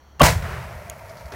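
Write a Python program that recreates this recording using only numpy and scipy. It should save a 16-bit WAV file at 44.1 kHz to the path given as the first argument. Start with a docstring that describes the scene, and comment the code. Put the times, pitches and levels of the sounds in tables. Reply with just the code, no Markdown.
"""A firework shell bursts inside a trash can on a lawn at the edge of a wood.
First the fuse hisses over a swelling hum. The casing cracks, the can howls for an instant,
then the blast tears out in a rush of gas and the can's air booms. Bass rolls round the clearing
and the trees throw back a long echo while the hollow roar of burning stars builds.
One star snaps close by, others sputter, and at last debris comes down."""
import sys
import numpy as np
from scipy.fft import rfft, irfft, next_fast_len
from scipy.io import wavfile
from scipy.ndimage import map_coordinates

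SR = 44100
rng = np.random.default_rng(int(sys.argv[2]) if len(sys.argv) > 2 else 0)


def store_wav(level_fs):
    """Save 16-bit WAV to argv[1]."""
    pcm = np.round(np.clip(np.atleast_2d(level_fs), -1, 1) * 32767)
    wavfile.write(sys.argv[1], SR, pcm.T.astype(np.int16))


N = 59535
T = np.arange(N) / SR
BURST_S, GAS_S = 0.174, 0.228  # cues: the shell gives way, the gas tears out

# pressure fronts, casing cracks first, then the blast: start_s, level_db, t60_s
FRONT_HITS = [(.1962, -25.5, 0.058), (.2021, -23, 0.0045), (0.2172, -2.5, 0.0097), (0.2194, -8.5, 0.0072),
              (.2231, -11.5, 0.0075), (0.2326, -12.5, 0.0067)]
# tone of the fronts: freq_hz, relative_db
FRONT_EQ = [(100, 3.5), (700, 6), (1800, 2.5), (4200, -6.5), (10000, -12), (16000, -18)]
# the can's brief howl: peak_s, pitch_hz, level_db, rise_s, t60_s
HOWL_MODES = [(0.2096, 1123, -4.5, 0.0028, 0.023), (.214, 597, -3.5, 0.0033, 0.034),
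              (0.215, 2756, -20, 0.0081, 0.01), (0.215, 3110, -18, 0.0057, 0.019)]
# dull punch of the can giving way: freq_hz, relative_db
PUNCH_EQ = [(100, -27), (230, 0), (400, -13.5), (580, -7.5), (800, -5.5), (1150, -4), (1500, -18.5),
            (3000, -22), (4200, -54)]
# air booming in and around the can: pitch_hz, level_db, t60_s
BOOM_MODES = [(66.3, -21, 0.73), (135, -12, 0.14), (164.1, -16, 0.41)]
# rushing gas of the fireball: freq_hz, relative_db
GAS_EQ = [(150, -64), (250, -12), (450, -10), (640, 1), (800, -5.5), (970, 0), (1150, -8.5), (2100, -4.5),
          (3000, -14), (6500, -13.5), (10500, -21), (16000, -23.5)]
# rolling bass: freq_hz, relative_db
RUMBLE_EQ = [(25, -37), (45, -2.5), (97, 2.5), (170, -6.5), (230, -19.5), (320, -44)]
# low thuds and swells: peak_s, level_db, pitch_hz, rise_s
THUD_HITS = [(0.2407, -7, 47, 0.0049), (.305, -15.5, 109.4, 0.0097), (0.365, -13.5, 92, 0.0093),
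             (.404, -22.5, 87, 0.0038), (.441, -24.5, 81.5, 0.019), (.535, -28, 78, .02),
             (.595, -31, 122.7, 0.027), (0.724, -36.5, 100, 0.01), (.77, -32, 70, 0.0059),
             (1.265, -32, 70, 0.0099), (1.345, -33, 80, 0.0085)]
# the wood's answer: freq_hz, relative_db
ECHO_EQ = [(150, -42), (280, -23), (386, -3), (629, -4.5), (1350, -4.5), (1980, -6.5), (3460, -20),
           (9330, -30.5), (16000, -34)]
# ring of the snapping star: pitch_hz, level_db, t60_s
SNAP_RING = [(2250, -32, 0.0073), (3300, -34, .015), (6700, -25, .009), (9660, -28, 0.0053),
             (11200, -37, 0.01)]
# the snap's duller tail: freq_hz, relative_db
SNAP_TAIL_EQ = [(400, -18), (1300, 5), (2900, -2), (4200, -22)]
# hollow resonances of the burning stars: pitch_hz, width_hz, relative_db
HOLLOW_MODES = [(602, 53, -1.5), (684, 52, 0), (939, 48, -2.5), (1350, 44, -7.5), (1870, 120, -16.5)]
# broad rush of the burning stars: freq_hz, relative_db
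BURN_EQ = [(25, -37), (45, -11.5), (64, -2), (108, -8.5), (185, -13), (285, -30.5), (400, -22.5),
           (500, -18.5), (640, -8), (760, -23), (936, -22), (1700, -23.5), (2200, -22), (3160, -39),
           (5430, -36), (8000, -41.5), (12000, -38.5), (16000, -43)]
# sputters of the stars: start_s, level_db, t60_s
SPUTTER_HITS = [(1.093, -47, 0.075), (1.171, -52.5, 0.33), (1.256, -51, 0.022), (1.32, -43.5, .05)]
# their bright fizz: freq_hz, relative_db
SPUTTER_EQ = [(1500, -35), (3300, -3), (4400, 4), (6200, 1), (8000, -11), (16000, -17)]
# rustle of landing debris: freq_hz, relative_db
DEBRIS_EQ = [(100, -8), (600, -6), (1010, -8), (1760, -8), (3000, -23), (16000, -39)]
# fuse hiss and outdoor air: freq_hz, relative_db
FUSE_EQ = [(25, -2), (70, 13), (250, -1), (950, 0), (2020, -8.5), (2750, -17.5), (3200, -7.5),
           (3700, -20.5), (4450, -9.5), (4950, -30), (5700, -10.5), (8000, -31), (16000, -24)]


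def pressure_fronts():
    """Each front is a short, sharp crack; the main one carries a shock: a push, then suction."""
    shock_s, push_s = 0.2174, 0.00012
    level = sum(amp(db) * envelope(start, 0.00027, 0, 60 / t60) for start, db, t60 in FRONT_HITS)
    age = np.maximum(T - shock_s, 0) / push_s
    shock = amp(5) * (T > shock_s) * (1 - age) * np.exp(-age)
    return level * noise(FRONT_EQ) + shock


def trash_can():
    """The can howls as pressure builds, gives way with a dull punch, then its air booms."""
    howl = sum(amp(db) * ring(peak, hz, rise, t60, rough=0.4) for peak, hz, db, rise, t60 in HOWL_MODES)
    punch = amp(-11.5) * envelope(0.2075, 0.013, 0, fall_db_per_s=362) * noise(PUNCH_EQ)
    boom = sum(amp(db) * ring(0.2275, hz, 0.012, t60) for hz, db, t60 in BOOM_MODES)
    return howl * (T > BURST_S) + punch + boom


def fireball():
    """Gas tears out in a dense, uneven crackle and dies quickly, with a short falling whoop."""
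    level = amp(-11.6 + wobble(130.1)) * envelope(GAS_S, 0.013, 0.01, fall_db_per_s=228)
    whoop = amp(-16.5) * ring(0.283, hz=670.3, rise_s=0.0063, t60_s=0.072, rough=0.4, sag_hz_per_s=8800)
    return level * crackle(GAS_EQ, rate=3500, share=0.32) + whoop


def rumble():
    """Bass rolls round the clearing in distinct swells; a slow swell also dies slowly."""
    roll = amp(-20.5) * envelope(0.21, 0.012, 0, fall_db_per_s=46.5) * noise(RUMBLE_EQ)
    thuds = sum(amp(db) * ring(peak, hz, rise, t60_s=7.5 * rise) for peak, db, hz, rise in THUD_HITS)
    return roll + thuds


def tree_echo():
    """Bushes answer at once; then come a slap off the trunks, a ringing note and a scattered tail."""
    slap_s = 0.4228
    bushes = amp(-30) * envelope(GAS_S, 0.013, 0, fall_db_per_s=63)
    wood = amp(-35) * envelope(slap_s, 0.03, 0.082, fall_db_per_s=48.5)
    slap = amp(-31) * envelope(slap_s, 0.00052, 0, fall_db_per_s=2000)
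    note = amp(-29) * ring(0.457, hz=662, rise_s=0.0041, t60_s=0.085)
    return (np.hypot(bushes, wood) + slap) * crackle(ECHO_EQ, rate=1600, share=0.12) + note


def star_snap():
    """One star snaps close by: a bright crack that rings for a moment, with a faint, duller tail."""
    start_s, rise_s, crack_t60_s = 0.8986, 0.00015, 0.013
    hiss = unit(filtered(rng.standard_normal(N), lambda hz: hz > 1800))
    crack = amp(-27.5) * envelope(start_s, rise_s, 0, 60 / crack_t60_s) * hiss
    ping = np.zeros(N)
    for hz, db, t60 in SNAP_RING:
        level = amp(db) * envelope(start_s, rise_s, rise_s, 60 / t60)
        ping += level * np.sin(2 * np.pi * hz * (T - start_s))
    tail = amp(-47) * envelope(start_s, 0.0097, 0, fall_db_per_s=420) * noise(SNAP_TAIL_EQ)
    return crack + ping + tail


def burning_stars():
    """The stars burn with a hollow roar over a crackling rush; some sputter."""
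    def resonances(f):
        body = sum((-1) ** k * amp(db) * 1j * f * width / (hz * hz - f * f + 1j * f * width)
                   for k, (hz, width, db) in enumerate(HOLLOW_MODES))
        return body / (1 + (f / 2600) ** 6)  # treble roll-off

    hollow = amp(-46.5) * unit(filtered(rng.standard_normal(N), resonances))
    rush = amp(-42) * crackle(BURN_EQ, rate=730, share=0.33)
    swell = envelope(GAS_S, 0.43, 0, fall_db_per_s=0.72)
    sputters = sum(amp(db) * envelope(start, 0.0026, 0, 60 / t60) for start, db, t60 in SPUTTER_HITS)
    return (hollow + rush) * swell + sputters * noise(SPUTTER_EQ)


def debris():
    """Debris lands with a rustling rush."""
    flutter = amp(-36.5 + 1.7 * wobble(200))
    return flutter * envelope(1.321, 0.0018, 0.026, fall_db_per_s=60) * noise(DEBRIS_EQ)


def fuse():
    """A steady bed of fuse hiss and outdoor air; a low hum swells until the shell bursts."""
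    hum_hz, swell_db_per_s = 69.8, 84
    swell = amp(-57.5 + swell_db_per_s * np.minimum(T, BURST_S))
    hum = swell * np.sin(2 * np.pi * hum_hz * T)
    return amp(-53.5) * noise(FUSE_EQ) + hum * envelope(0, 0.0022, BURST_S, fall_db_per_s=470)


def amp(db):
    """Decibels to gain."""
    return 10 ** (np.asarray(db) / 20)


def unit(x):
    """Scale to rms 1."""
    return x / np.sqrt(np.mean(x ** 2) + 1e-20)


def filtered(x, response):
    """Run x through a frequency response."""
    size = next_fast_len(N + SR // 2)
    return irfft(rfft(x, size) * response(np.fft.rfftfreq(size, 1 / SR)), size)[:N]


def equalised(x, eq):
    """Shape x with an EQ curve on a log frequency axis, at rms 1."""
    freq_hz, db = np.transpose(eq)
    return unit(filtered(x, lambda hz: amp(np.interp(np.log(hz + 1), np.log(freq_hz + 1), db))))


def noise(eq):
    """Smooth noise through an EQ curve."""
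    return equalised(rng.standard_normal(N), eq)


def crackle(eq, rate, share):
    """Noise with a share of its power in tiny random clicks, rate a second."""
    clicks = unit((rng.random(N) < rate / SR) * rng.standard_normal(N))
    return equalised(np.sqrt(share) * clicks + np.sqrt(1 - share) * rng.standard_normal(N), eq)


def wobble(rate):
    """A smooth random curve, rate knots a second."""
    return map_coordinates(rng.standard_normal(400), [T * rate], mode="wrap")


def envelope(start_s, rise_s, hold_s, fall_db_per_s):
    """Power rises linearly, holds, then dies away."""
    t = T - start_s
    attack = np.sqrt(np.clip(t / rise_s, 0, 1))
    return attack * amp(-fall_db_per_s * np.maximum(t - rise_s - hold_s, 0))


def ring(peak_s, hz, rise_s, t60_s, rough=0, sag_hz_per_s=0):
    """A resonance swells to its peak and rings out; rough shakes its phase, sag bends it down."""
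    t = T - peak_s
    attack = np.exp(-(np.minimum(t, 0) / rise_s) ** 2 / 2)
    decay = amp(-60 * np.maximum(t, 0) / t60_s)
    phase = 2 * np.pi * (hz - sag_hz_per_s * t / 2) * t
    return attack * decay * np.sin(phase + rough * wobble(400))


def scene():
    """The mono mix, as heard from across the lawn."""
    burst = fuse() + pressure_fronts() + trash_can() + fireball()
    aftermath = rumble() + tree_echo() + burning_stars() + star_snap() + debris()
    return (burst + aftermath)[None]


def record(dry):
    """The microphone rounds off the highest peaks and keeps nothing above its band limit."""
    ceiling, top_hz = 0.93, 15900
    rounded = dry[0] / (1 + np.abs(dry[0] / ceiling) ** 6) ** (1 / 6)
    return filtered(rounded, lambda hz: 1 / (1 + (hz / top_hz) ** 200))[None]


dry = scene()
out = record(dry)
store_wav(out)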